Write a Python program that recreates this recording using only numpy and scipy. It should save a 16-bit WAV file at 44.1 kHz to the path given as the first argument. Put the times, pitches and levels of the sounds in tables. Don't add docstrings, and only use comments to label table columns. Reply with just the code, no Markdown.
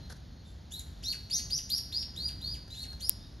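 import sys
import numpy as np
from scipy import signal
from scipy.fft import rfft, irfft
from scipy.io import wavfile
from scipy.ndimage import uniform_filter1d

SR = 44100
rng = np.random.default_rng(int(sys.argv[2]) if len(sys.argv) > 2 else 0)


def persist_wave(psi):
    counts = np.round(np.clip(psi, -1, 1) * 32767).astype(np.int16)
    wavfile.write(sys.argv[1], SR, np.atleast_2d(counts).T)


N = 149940
T = np.arange(N) / SR

# second harmonic/dB, third harmonic/dB, rasp/dB
BIRD_NOTES = [ (0.703, 0.017, 0.091, 3450, 3953, 4280, 0.017, -42, -3.5, -13, -13, -8),
              (1.022, .020, .099, 3450, 4090, 4570, 0.016, -33, 9.5, -23.5, -19, -16.5),
              (1.025, .016, 0.074, 5330, 5970, 6700, .018, -41.5, -19, -25, -23, -8),
              (1.296, .015, .085, 4428, 5440, 6590, 0.009, -29, -1, -19.5, -20.5, -16),
              (1.307, 0.017, 0.089, 3400, 3940, 4570, 0.007, -39, 13.5, -15.5, -22, -33),
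              (1.498, .012, 0.082, 4550, 5214, 6330, 0.011, -28, -3, -23, -18, -21),
              (1.69, 0.015, .091, 4110, 4936, 5706, 0.006, -29, 0, -20.5, -10, -16),
              (1.915, .014, 0.11, 4080, 4940, 5510, 0.0074, -31.5, -1, -29.5, -26, -13.5),
              (2.152, .013, .133, 3620, 4450, 4894, .011, -35, 6, -22, -22.5, -15.5),
              (2.406, 0.01, 0.13, 3783, 4565, 4980, 0.025, -37, 1.5, -28, -21, -14),
              (2.696, 0.0099, 0.11, 3822, 4150, 4350, .011, -47.5, -14, -27, -36, -4),
              (2.732, .018, .100, 3400, 3900, 4412, 0.021, -41.5, 8, -18, -22.5, -9),
              (2.994, 0.021, .093, 4120, 4936, 5590, .010, -37.5, -6.5, -14, -14.5, -12)]
# f/Hz, level/dB
RASP_SPECTRUM = [(1200, -11), (1800, -0.5), (2500, -11), (4000, 4), (7000, 0.5), (10000, 0), (13000, -1.5),
                 (15000, 12.5)]
# f/Hz, gain/dB
THROAT_EQ = [(1600, 1), (2500, -6.5), (3500, -0.5), (6000, -0.5)]
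# start/s, length/s, first pitch/Hz, last pitch/Hz, level/dB, overtones against the whistle/dB
FAR_NOTES = [(0.0, 0.09, 4150, 4064, -54, -17), (.35, 0.09, 4250, 4340, -65, -33),
             (0.442, 0.067, 3614, 3610, -58.5, -8.5), (2.442, 0.057, 3690, 3550, -49.5, -40),
             (2.86, 0.08, 4345, 4140, -46, -13), (3.184, .09, 3504, 3940, -57, -34)]
# delay/s, gain/dB
TRUNK_ECHOES = [(.0042, -12), (.0075, -10.5), (0.0135, -16.5), (0.022, -13.5), (.029, -37)]
# f/Hz, gain/dB
TAIL_EQ = [(6000, -0.5), (9000, -3.5), (13000, -1)]
# f/Hz, gain/dB
MIC_EQ = [(1000, -4.5), (5500, -2), (6600, -2), (7200, 3), (7800, -5), (8600, -3), (10000, -7), (11300, 0),
          (12300, -15.5), (13300, -9), (14500, -27), (16000, -49)]
# f/Hz, phase/rad
PORT_PHASE = [(100, 0), (1400, 1.3), (2000, 1.2), (4000, -0.64), (5500, -0.11), (6400, 1.4), (6900, -0.5),
              (7500, -3.5), (8200, -2.5), (10700, -6.5), (12700, -5.5), (13500, -8), (14500, -10),
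              (16000, -34)]
# f/Hz, level/dB, t60/s
TICK_RING = [(920, -40, .008), (3150, -27, .004), (4760, -17, .0025), (8100, -19, .002), (9950, -8, .0026),
             (11400, -13, .002), (13600, -4, .0013), (15000, -3, .0016)]
# f/Hz, gain/dB
TICK_EQ = [(150, -16), (900, -5), (2200, -12), (3100, -3), (6500, -4), (8000, -3), (10000, 1), (15000, 2),
           (16500, -10)]
# t/s, decay/s, level/dB
RUSTLE_CUES = [(0.095, 0.038, -51.5), (.86, 0.025, -60), (2.675, 0.0075, -51.5), (2.925, 0.0075, -49.5),
               (3.262, 0.0063, -65)]
# f/Hz, level/dB
RUSTLE_SPECTRUM = [(500, -3), (1200, -6), (1650, 2.5), (2300, -20), (4000, -5), (6200, -6.5), (8000, -20.5),
                   (11000, -10), (14000, -37)]
# f/Hz, level/dB
PARK_SPECTRUM = [(18, -36), (27, -28), (38, -10), (50, -2.5), (61, 1.5), (75, -2), (100, -6.5), (140, -9),
                 (250, -17), (420, -28.5), (700, -30.5), (960, -34), (1150, -37.5), (1700, -35.5),
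                 (2500, -41.5), (3500, -35.5), (4300, -32), (5200, -39.5), (6900, -42.5), (7700, -86),
                 (8700, -56.5), (11000, -53.5), (14500, -60), (16000, -86)]
# f/Hz, side against mid/dB
PARK_WIDTH = [(30, -44), (80, -27), (170, -13.5), (350, -6), (700, -0.5), (1400, -2.5), (3000, -27.5),
              (5000, -38), (9000, -3.5)]


def chirps():
    start_hz, floor_hz = 1530, 1202
    turn_s, turn_sag = .013, .0507
    whip_db, arch_db, drop_db = -19, 4.5, -14
    edge_db, edge_s = 11, .0093
    out, rasp = np.zeros((2, N)), noise(RASP_SPECTRUM)
    for note in BIRD_NOTES:
        start, whip, length, knee_hz, mid_hz, top_hz, drop, db, swell_db, second_db, third_db, rasp_db = note
        t, crest = T - start, length - turn_s
        stages = [0, whip, crest, length]
        climb = np.clip((t - whip) / (crest - whip), 0, 1)
        bow = 1 - (2 * climb - 1) ** 2
        fallen = np.clip((t - length) / drop, 0, 20)

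        hz = np.interp(t, stages, [start_hz, knee_hz, top_hz, top_hz * (1 - turn_sag)])
        hz += bow * (mid_hz - (knee_hz + top_hz) / 2)
        hz = floor_hz + (hz - floor_hz) * np.exp(-1.4 * fallen)
        hz = uniform_filter1d(hz, size=200) * (1 + .003 * bow * wander(90))

        shape_db = np.interp(t, stages, [whip_db, -swell_db / 2, swell_db / 2, swell_db / 2])
        shape_db += arch_db * (bow - 1) + drop_db * fallen
        gate = np.clip(t / whip * 4, 0, 1) * np.clip((2 - fallen) * 2, 0, 1)

        from_edge = np.maximum(np.minimum(t - whip / 2, length - t), 0)
        harsh_db = edge_db * np.exp(-from_edge / edge_s)
        tone, overtones = syrinx(hz, [second_db + harsh_db, third_db + harsh_db, third_db - 6 + harsh_db])
        overtones += undb(rasp_db + harsh_db / 2) * rasp
        out += gate * undb(db + shape_db) * np.array([tone, overtones])
    return out


def syrinx(hz, overtones_db):
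    waver, rough_rad, flutter_db = .008, .4, 3.5
    hz = hz * (1 + waver * wander(450))
    phase = 2 * np.pi * np.cumsum(hz) / SR
    rough_phase = phase + rough_rad * wander(1600)
    overtones = sum(undb(db) * np.sin(k * rough_phase) * (k * hz < SR / 2)
                    for k, db in enumerate(overtones_db, 2))
    return np.sqrt(2) * np.array([np.sin(phase), overtones]) * undb(flutter_db * wander(450))


def far_whistles():
    out = np.zeros(N)
    for start, length, first_hz, last_hz, db, overtone_db in FAR_NOTES:
        progress = np.clip((T - start) / length, 0, 1)
        arch = np.sqrt(np.abs(np.sin(np.pi * progress)))
        tone, overtones = syrinx(first_hz + (last_hz - first_hz) * progress, [overtone_db, overtone_db])
        out += undb(db) * arch * (tone + overtones)
    return out


def trees(x, direct_db):
    def scatter(t60):
        wash = rng.standard_normal((2, N)) * undb(-60 * T / t60) * (1 - np.exp(-T / .0071))
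        return wash / np.sqrt(np.sum(wash ** 2, axis=1, keepdims=True))
    leaves_db, tail_db, width = -5, -10.5, .04
    mid, side = undb(leaves_db) * scatter(t60=.27) + undb(tail_db) * colour(scatter(t60=1), TAIL_EQ)
    mid[0] += undb(direct_db)
    for delay, db in TRUNK_ECHOES:
        mid[int(delay * SR)] += undb(db)
    return np.array([signal.fftconvolve(x, response)[:N] for response in stereo(mid, width * side)])


def mic_ports(x):
    turn = np.exp(stereo(0, .5j * curve(PORT_PHASE)))
    return irfft(rfft(colour(x, MIC_EQ)) * turn, N)


def tick():
    start_s, attack_s, lag_s, gain_db = 3.0946, .00006, .000021, 3.5
    t = np.maximum(T - round(start_s * SR) / SR, 0)
    ring = sum(undb(db - 60 * t / t60) * np.sin(2 * np.pi * hz * t) for hz, db, t60 in TICK_RING)
    left = colour(undb(gain_db) * ring * (1 - np.exp(-t / attack_s)), TICK_EQ)
    lag = np.exp(-2j * np.pi * np.fft.rfftfreq(N, 1 / SR) * lag_s)
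    return np.array([left, irfft(rfft(left) * lag, N)])


def rustles():
    attack_s, grain_db = .0068, 4.1
    envelope = sum(undb(db) * np.clip((T - start) / attack_s, 0, 1) * np.exp(-np.maximum(T - start, 0) / decay)
                   for start, decay, db in RUSTLE_CUES)
    grain = undb(grain_db * wander(150))
    return envelope * grain * stereo(noise(RUSTLE_SPECTRUM), .32 * noise(RUSTLE_SPECTRUM))


def park():
    level_db, drift_db = -46.5, 1
    mid, side = noise(PARK_SPECTRUM), colour(noise(PARK_SPECTRUM), PARK_WIDTH)
    return undb(level_db + drift_db * wander(5.56)) * stereo(mid, side)


def undb(db):
    return 10 ** (np.asarray(db) / 20)


def unit(x):
    return x / np.sqrt(np.mean(x ** 2))


def stereo(mid, side):
    return np.array([mid + side, mid - side])


def curve(points):
    hz, value = np.array(points, float).T
    return np.interp(np.log(np.fft.rfftfreq(N, 1 / SR) + 1), np.log(hz), value)


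def colour(x, points):
    return irfft(rfft(x) * undb(curve(points)), N)


def noise(points):
    return unit(colour(rng.standard_normal(N), points))


def wander(rate):
    zigzag = np.interp(T * rate, np.arange(N), rng.standard_normal(N))
    return unit(uniform_filter1d(zigzag, max(int(SR / rate / 2), 1)))


def scene():
    tone, overtones = chirps()
    near = trees(colour(tone, THROAT_EQ), direct_db=-2.5) + trees(undb(2.5) * overtones, direct_db=0)
    far = trees(far_whistles(), direct_db=-8)
    return mic_ports(near + far) + rustles() + tick() + park()


def record(dry):
    top_hz = 16500
    return signal.sosfilt(signal.ellip(10, .2, 80, top_hz, fs=SR, output="sos"), dry)


dry = scene()
out = record(dry)
persist_wave(out)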